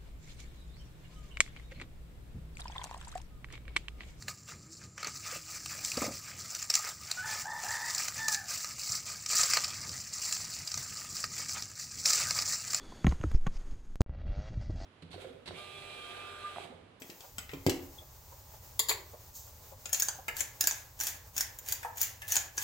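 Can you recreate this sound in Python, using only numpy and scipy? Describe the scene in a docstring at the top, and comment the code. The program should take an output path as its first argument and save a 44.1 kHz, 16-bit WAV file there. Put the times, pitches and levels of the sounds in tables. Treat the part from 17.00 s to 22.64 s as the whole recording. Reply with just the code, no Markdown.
"""A low hum and a faint frying hiss fill a tiled kitchen while a cupboard door bumps, booms and rattles.
A plastic cap is pulled off a pepper mill and the mill is twisted over a pan, where an egg plops dully.
In each twist peppercorns snap and crumble between the burrs and ring the mill's small housing.
Blows are shaped noise plus fading tones, hiss and rumble are filtered noise, the hum is a sine wave.
The room answers every click with quick echoes and a fading tail."""
import sys
import numpy as np
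from scipy import signal
from scipy.fft import rfft, irfft, next_fast_len
from scipy.io import wavfile
from scipy.ndimage import map_coordinates

SR = 44100
rng = np.random.default_rng(int(sys.argv[2]) if len(sys.argv) > 2 else 0)


def persist_wave(psi):
    """Save psi, clipped to +-1, as 16-bit WAV."""
    counts = np.round(np.clip(psi, -1, 1) * 32767).astype(np.int16)
    wavfile.write(sys.argv[1], SR, np.atleast_2d(counts).T)


N = 248634  # length in samples

# Tone colour of corn cracking in the burrs and housing. Each row: frequency in Hz, gain in dB.
MILL_COLOUR = [(120, -41), (270, -20), (450, -20.5), (860, -13), (1200, -17), (1700, -6), (2600, -9.5),
               (4200, -12.5), (5300, -10.5), (6900, -0.5), (8200, -12.5), (10200, -11), (12000, -14.5),
               (14200, -4.5), (16000, -9.5)]


def amp(db):
    """Turn decibels into gain."""
    return 10 ** (np.asarray(db) / 20)


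def unit(x):
    """Scale a steady sound to an rms of 1."""
    return x / np.sqrt(np.mean(x ** 2) + 1e-20)


def pulse(x):
    """Scale a short sound to the energy of one millisecond at rms 1."""
    return x / np.sqrt(np.sum(x ** 2) * 1000 / SR + 1e-20)


def along(points, hz):
    """Read a curve of (Hz, value) points, with frequency on a log axis."""
    f, v = np.transpose(points)
    return np.interp(np.log(hz + 1), np.log(f + 1), v)


def ages():
    """Count the seconds that pass after a blow, for a third of a second."""
    return np.arange(SR // 3) / SR


def coloured(x, points):
    """Filter with the gains of (Hz, dB) points; like a real object, it only responds after the input."""
    m = next_fast_len(x.shape[-1] + 2048, True)
    gain_db = along(points, np.fft.rfftfreq(m, 1 / SR))
    # folding the cepstrum (the transform of the log gain) puts the response after each blow
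    cepstrum = irfft(np.log(amp(gain_db)), m)
    cepstrum[1:m // 2] *= 2
    cepstrum[m // 2 + 1:] = 0
    response = np.exp(rfft(cepstrum))
    return irfft(rfft(x, m) * response, m)[..., :x.shape[-1]]


def diffuse(size):
    """Stereo noise whose left-right likeness is set per frequency: wide in the middle, mono in the top treble."""
    # Each row: frequency in Hz, left-right likeness (1 is identical).
    likeness = [(60, 1), (130, 0.95), (290, 0.63), (640, 0.79), (1410, 0.13), (3100, 0.2), (6800, 0.53),
                (10000, 1), (15000, 1)]
    turn = np.arccos(np.clip(along(likeness, np.fft.rfftfreq(size, 1 / SR)), -1, 1)) / 2
    spectra = rfft(rng.standard_normal((2, size)))
    mid, side = irfft(spectra * [np.cos(turn), np.sin(turn)], size)
    return np.array([mid + side, mid - side])


def burst(rise, t60):
    """A contact made of many tiny slips: noise swells for rise s, then falls 60 dB in t60 s."""
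    t = ages()
    swell = np.minimum(t / rise, 1) ** 2
    fade = amp(-60 * np.maximum(t - rise, 0) / t60)
    return pulse(rng.standard_normal(len(t)) * swell * fade)


def ring(modes, scatter_db):
    """A struck object's own tones die away, each started at a new strength every time."""
    t = ages()
    total = np.zeros(len(t))
    for hz, db, t60 in modes:
        fade = amp(db + scatter_db * rng.normal() - 60 * t / t60)
        total += fade * np.sin(2 * np.pi * hz * t) * rng.choice([-1, 1])
    return pulse(total)


def in_kitchen(x, near_db, far_db, pan_db=0, lag_spread_s=.000013):
    """Direct sound, quick echoes from hob and tiles, and the tail of the room."""
    # How long the tail lasts. Each row: frequency in Hz, time to fall 60 dB in seconds.
    tail_times = [(130, 0.23), (340, 0.55), (600, 0.57), (1400, 0.48), (3700, 0.35), (7000, 0.27),
                  (14000, 0.2)]
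    # Left-right phase offset of the direct sound; a whole turn means in phase.
    # Each row: frequency in Hz, offset in radians.
    phase_offset = [(60, -1), (800, 1.01), (1500, 2), (2400, 3.5), (4700, 2 * np.pi), (16000, 2 * np.pi)]
    size = SR // 2
    hz, age, z = signal.stft(diffuse(size=size), SR, nperseg=256)
    fade = amp(-60 * age / along(tail_times, hz)[:, None])
    tail = signal.istft(z * fade, SR, nperseg=256)[1][:, :size]
    t = np.arange(size) / SR
    near = diffuse(size=size) * amp(-60 * t / 0.047) * (t > .003)
    far = tail * (1 - np.exp(-t / 0.0022))
    echoes = amp(near_db) * near / np.linalg.norm(near[0]) + amp(far_db) * far / np.linalg.norm(far[0])
    hz = np.fft.rfftfreq(size, 1 / SR)
    delay = 2 * np.pi * hz * .0004  # 0.4 ms on both sides
    # each sound gets its own small random left-right lag, which widens the treble
    offset = along(phase_offset, hz) + 2 * np.pi * hz * lag_spread_s * rng.normal()
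    direct = irfft(np.exp(-1j * np.array([delay, delay + offset])), size) * (t < .05)
    balance = unit(amp([[pan_db / 2], [-pan_db / 2]]))  # positive leans left
    return signal.fftconvolve(x[None], balance * direct + echoes, axes=1)


def add(track, s, sound):
    """Mix a sound into the track at time s, in seconds."""
    room_left = track[:, max(round(s * SR), 0):][:, :sound.shape[1]]
    room_left += sound[:, :room_left.shape[1]]


def background():
    """A faint, flickering frying hiss over low rumble and hum: filtered noise and one 70 Hz sine."""
    # Tone colour of the frying and room hiss. Each row: frequency in Hz, gain in dB.
    air = [(150, -34), (250, -7.5), (429, -3), (607, 0.5), (710, -6.5), (802, 2.5), (1280, -5.5),
           (1450, -8), (2960, -12), (3650, -10.5), (7060, -5), (8700, -14.5), (12200, -12.5), (13800, -3),
           (16000, -5)]
    # Tone colour of the room rumble. 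Each row: frequency in Hz, gain in dB.
    rumble_colour = [(12, -27), (20, -12), (58, -2.5), (86, 1.5), (108, -2.5), (239, -25), (260, -18),
                     (340, -50.5), (570, -120)]
    # Loudness of the rumble over time. Each row: time in seconds, level in dB.
    drone = [(0, -72), (.24, -72), (.34, -55.5), (5.6, -58)]
    t = np.arange(N) / SR
    flutter = map_coordinates(rng.standard_normal(N // 1000 + 4), [t * 25])  # 25 random points a second
    hiss = unit(coloured(diffuse(size=N), air)) * amp(-54.5 + 1.46 * flutter)
    hum = amp(-14.0) * np.sin(2 * np.pi * 70 * t)
    rumble = unit(coloured(diffuse(size=N), rumble_colour)) + hum
    return hiss + rumble * amp(np.interp(t, *np.transpose(drone)))


def cupboard():
    """Bumps shove the wooden door and set it booming while its hinge and catch rattle."""
    # Wooden bumps. Each row: start in seconds, relative level in dB.
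    thuds = [(0.014, -45.5), (0.046, -49), (0.095, -42.5), (0.12, -49.5), (0.533, -31.5), (0.553, -47),
             (0.6645, -14.5), (0.686, -22)]
    # Tones of the door. Each row: frequency in Hz, relative level in dB, time to fall 60 dB in seconds.
    door = [(127, -3, 0.045), (177, -7, 0.17), (275.3, -1, 0.27), (316, -15, 0.27), (354.7, -1, 0.17),
            (498, -14, 0.19), (1690, -26, .2), (2070, -25, 0.29)]
    # Tone colour of the wood. Each row: frequency in Hz, gain in dB.
    wood = [(25, -46), (45, -33), (95, -0.5), (150, 3.5), (220, -4.5), (330, 5), (520, -5.5), (800, -12),
            (1500, -32), (4000, -52), (12000, -77)]
    # Hinge and catch. Each row: start in seconds, relative level in dB, brightness in dB.
    rattles = [(0.0187, -35.5, 0.5), (0.099, -37, 2.5), (0.2053, -38.5, 3), (0.382, -26, 5.5),
               (0.4919, -35.5, -16), (0.5152, -41.5, -3), (0.5341, -34, -11), (0.6641, -21, 4),
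               (0.6945, -20.5, 8), (0.7024, -34, 8)]
    # Tone colour of hinge and catch. Each row: frequency in Hz, gain in dB.
    catch = [(300, 2), (1000, -2), (2100, 6), (3000, 6.5), (3700, 0.5), (5400, 0.5), (6300, -2.5),
             (7500, -0.5), (10000, -14), (16000, -10.5)]
    out = np.zeros((2, N))
    shove = pulse(coloured(signal.unit_impulse(len(ages())), wood))
    for s, db in thuds:
        judder = pulse(coloured(burst(rise=.002, t60=.035), wood))
        boom = ring(door, scatter_db=1.5)
        thud = shove + amp(-7.5) * judder + amp(1.5) * boom
        add(out, s, amp(db + 4.5) * in_kitchen(pulse(thud), near_db=-9.0, far_db=-9))
    for s, db, bright_db in rattles:
        contact = coloured(burst(rise=0.00085, t60=0.016), catch)
        tick = pulse(coloured(contact, [(2500, 0), (9000, bright_db)]))
        add(out, s, amp(db - 1.5) * in_kitchen(tick, near_db=-4.0, far_db=-3.5, pan_db=6.5))
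    return out


def plops():
    """Steam escapes from under the egg in short, dull plops: a puff of noise and one brief tone."""
    # Each row: start in seconds, relative level in dB, pitch in Hz.
    puffs = [(0.237, -50.5, 787), (1.018, -53, 654), (1.319, -51.5, 950), (1.536, -56, 834),
             (2.135, -48, 626), (2.72, -49.5, 610), (3.185, -48.5, 780)]
    # Tone colour of the pan. Each row: frequency in Hz, gain in dB.
    pan = [(150, -31), (480, 5.5), (900, 5.5), (1150, -2), (1450, -7.5), (2500, -18), (6000, -27),
           (16000, -23)]
    out = np.zeros((2, N))
    for s, db, hz in puffs:
        puff = pulse(coloured(burst(rise=0.0037, t60=0.064), pan))
        plop = puff + ring([(hz, 0, .03)], scatter_db=0)
        add(out, s, amp(db + 5.5) * in_kitchen(pulse(plop), near_db=4.5, far_db=-8.5))
    return out


def squeak(hz=3400):
    """One tiny, thin squeak: a noise burst squeezed into a narrow band of pitch."""
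    out = np.zeros((2, N))
    narrow = [(hz - 500, -40), (hz - 80, 0), (hz + 80, 0), (hz + 500, -40)]
    thin = pulse(coloured(burst(rise=0.012, t60=0.093), narrow))
    add(out, 0.972, amp(-43) * in_kitchen(thin, near_db=3.5, far_db=-11))
    return out


def cap():
    """The plastic cap clicks free, rings, and scrapes over its rim; hard contacts ring more."""
    # Unlatching and scraping. Each row: start in seconds, relative level in dB, hollowness in dB.
    contacts = [(1.7926, -11.5, -6), (1.8852, -19.5, -4), (1.8932, -13.5, -3.5), (1.9009, -25.5, 13),
                (1.9112, -21, 11), (1.9224, -25, -5)]
    # Tone colour of the plastic. Each row: frequency in Hz, gain in dB.
    plastic = [(150, -51), (380, -2), (700, -9.5), (1080, -2.5), (1400, -12.5), (2100, -2.5), (2900, -9.5),
               (4500, 2.5), (5700, -20.5), (7150, 3.5), (8700, -22), (10500, -6.5), (12000, -15),
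               (14000, -3), (16000, -11)]
    # Tones of the cap. Each row: frequency in Hz, relative level in dB, time to fall 60 dB in seconds.
    cap_tones = [(450, -9, 0.11), (1736, -12.5, 0.14), (3950, -14, .04), (4440, -9, .12), (4710, -3, 0.12),
                 (6980, -8.5, 0.2), (7380, -9.5, 0.16)]
    ring_db, ring_grows = -9, .6  # ring of the hardest contact in dB; dB more ring per dB of force
    out = np.zeros((2, N))
    hardest_db = np.max(contacts, axis=0)[1]
    for s, db, hollow_db in contacts:
        ringing = amp(ring_db + ring_grows * (db - hardest_db)) * ring(cap_tones, scatter_db=2)
        clack = pulse(coloured(burst(rise=0.00034, t60=0.024), plastic)) + ringing
        tilt = [(2200, hollow_db), (4000, 0)]
        heard = in_kitchen(pulse(coloured(clack, tilt)), near_db=-0.5, far_db=-5.5, pan_db=6.0)
        add(out, s, amp(db - 2.5) * heard)
    return out


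def handling():
    """A palm slides into its grip as rubbing noise; later changes of grip knock the hollow jar."""
    # A palm sliding on the mill. Each row: time in seconds, relative level in dB.
    slide = [(2.309, -79), (2.354, -43.5), (2.52, -65)]
    # Tone colour of the rubbing skin. Each row: frequency in Hz, gain in dB.
    skin = [(1000, -36), (3000, -14), (5000, -6), (6700, 3.5), (9000, -12), (12000, -13), (14000, 5),
            (16000, -3.5)]
    # Changes of grip. Each row: start in seconds, relative level in dB, clack in dB, tick in dB.
    knocks = [(3.281, -23.5, -6, -7.5), (4.829, -33.5, -3, -4), (4.847, -25.5, -38, -26),
              (5.218, -32.5, -7, -4)]
    # Tones of the mill's jar. Each row: frequency in Hz, relative level in dB, time to fall 60 dB in seconds.
    jar = [(487, -18, 0.2), (655, -10, 0.058), (827, -15, .055), (912, 0.5, 0.035), (1324, -1, 0.038),
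           (1466, -15, 0.039), (1730, -3, 0.09)]
    # Tone colour of the gripping hand. Each row: frequency in Hz, gain in dB.
    grip = [(100, -24), (270, -22.5), (900, -1.5), (1150, -14), (1700, 8.5), (3000, -3), (4000, -13.5),
            (6500, -6), (9000, -9.5), (15000, -10.5)]
    out = np.zeros((2, N))
    s, db = np.transpose(slide)
    t = np.arange(s[0], s[-1], 1 / SR)
    rub = unit(coloured(rng.laplace(size=len(t)), skin)) * amp(np.interp(t, s, db) - 4)
    add(out, s[0], in_kitchen(rub, near_db=-0.5, far_db=-2))
    usual_clack, usual_tick = np.mean(knocks, axis=0)[2:4]
    for s, db, clack_db, tick_db in knocks:
        contact = pulse(coloured(burst(rise=0.0011, t60=0.015), grip))
        knock = contact + amp(-3) * ring(jar, scatter_db=2)
        tilt = [(1050, 0), (2700, clack_db - usual_clack), (6000, tick_db - usual_tick)]
        heard = in_kitchen(pulse(coloured(knock, tilt)), near_db=0.5, far_db=-1.5)
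        add(out, s, amp(db - 1.5) * heard)
    return out


def fracture(t60, peak_s=0.00415, swell=0.63):
    """Strain builds in ever stronger micro-cracks, peaks at the break and dies away."""
    t = ages() - peak_s
    # the build-up takes swell times as long as the dying away
    return rng.laplace(size=len(t)) * amp(-60 * np.maximum(t, -t / swell) / t60)


def snaps(burr_db=4.5):
    """Corns break within milliseconds and ring burrs and housing; small ones sound more of the housing."""
    # Each row: start in seconds, relative level in dB, sharp edge in dB, left over right in dB.
    corns = [(2.8563, -26, -29, 8), (2.8923, -32.5, -7, 6), (2.9295, -13, -15.5, 4), (2.9453, -17, -28, 2),
             (2.9985, -14, -10.5, 3.5), (3.0214, -12, -14, 3), (3.0844, -17, -27, -2),
             (3.3668, -24.5, -9, 8), (3.4056, -15.5, -17.5, 12), (3.6087, -10.5, -11.5, -4),
             (3.6391, -19.5, -19, -5), (3.6712, -9, -16, 1.5), (3.71, -19, -34, 1), (4.0008, -21, -12, -5),
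             (4.0091, -19, -8, 6), (4.0347, -22, -6, -5), (4.0685, -20, -14, 2), (4.365, -24, -11, 1),
             (4.3786, -16, -13, 7), (4.4074, -14.5, -13, 2), (4.587, -28, -5, 1.5),
             (4.6858, -22.5, -12, -2), (4.7225, -15, -7, 1.5), (4.9718, -29, -2, 10),
             (5.014, -11.5, -4.5, 5), (5.0292, -17.5, -8, 12), (5.2795, -26.5, -2, 1),
             (5.3202, -13, -11, 1), (5.355, -15, -12, 4), (5.3654, -11.5, -23.5, 0),
             (5.5784, -18.5, -30, 3)]
    # Tones of the housing. Each row: frequency in Hz, relative level in dB, time to fall 60 dB in seconds.
    housing_tones = [(1690, -20, 0.045), (4595, -9.5, 0.018), (5310, -8.5, 0.011), (6230, -14, 0.0089),
                     (6710, -10, 0.01)]
    edge_share = .9  # how far the sharp edge lifts the treble
    housing_db, housing_falls = 0.5, 0.61  # low end in dB; it lags this many dB per dB of a harder snap
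    usual_burr_hz, burr_scatter = 6430, 0.08  # burr resonance; its share of change from corn to corn
    out = np.zeros((2, N))
    usual_db, usual_edge = np.mean(corns, axis=0)[1:3]
    for s, db, edge_db, pan_db in corns:
        crack = pulse(coloured(fracture(t60=.01), MILL_COLOUR))
        housing = pulse(signal.fftconvolve(crack, ring(housing_tones, scatter_db=8))[:len(crack)])
        low_db = housing_db - housing_falls * (db - usual_db)
        tilt = [(2200, low_db), (5000, 0), (8000, 0), (13000, edge_share * (edge_db - usual_edge))]
        burr_hz = usual_burr_hz * np.exp(burr_scatter * rng.normal())
        burr = [(.85 * burr_hz, 0), (burr_hz, burr_db), (1.15 * burr_hz, 0)]
        snap = pulse(coloured(coloured(crack + amp(-9.5) * housing, tilt), burr))
        heard = in_kitchen(snap, near_db=-5, far_db=-5, pan_db=pan_db)
        add(out, s - .003, amp(db - 2.5) * heard)  # begins early, as the strain builds before the break
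    return out


def crumbling(rate=700, spread_db=4.0):
    """While the burrs turn, fragments are crushed in a dense patter of tiny cracks, about rate a second."""
    # Twists of the wrist. Each row: start in seconds, length in seconds, relative level in dB.
    twists = [(2.929, 0.11, -46.5), (3.37, 0.027, -42.5), (3.608, 0.15, -49.5), (4.003, 0.069, -39.5),
              (4.362, 0.039, -41.5), (4.666, 0.058, -44.5), (4.979, 0.057, -40.5), (5.29, 0.054, -38),
              (5.577, 0.051, -42)]
    # the burrs bite (dB per s), the pressure builds (dB), the wrist lets go (dB per s)
    bite, build, release = 904, 1, 220
    out = np.zeros((2, N))
    t = np.arange(-.05, .35, 1 / SR)
    for s, length, db in twists:
        sizes = amp(spread_db * np.minimum(rng.exponential(size=len(t)), 3)) * rng.choice([-1, 1], len(t))
        cracks = sizes * (rng.random(len(t)) < rate / SR)
        grains = unit(coloured(cracks, MILL_COLOUR))
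        effort_db = bite * np.minimum(t, 0) + build * (np.clip(t / length, 0, 1) - .5)
        effort_db -= release * np.maximum(t - length, 0)
        add(out, s + t[0], in_kitchen(grains * amp(db + effort_db), near_db=-2, far_db=-1))
    return out


def scene():
    """Everything heard from beside the hob, added together."""
    kitchen = background() + cupboard() + plops() + squeak()
    mill = cap() + handling() + snaps() + crumbling()
    return kitchen + mill


def record(dry):
    """Keep nothing above the band limit: all higher frequencies are set to zero."""
    top_hz = 15950
    m = next_fast_len(N + SR // 2)
    return irfft(rfft(dry, m) * (np.fft.rfftfreq(m, 1 / SR) < top_hz), m)[:, :N]


dry = scene()
out = record(dry)
persist_wave(out)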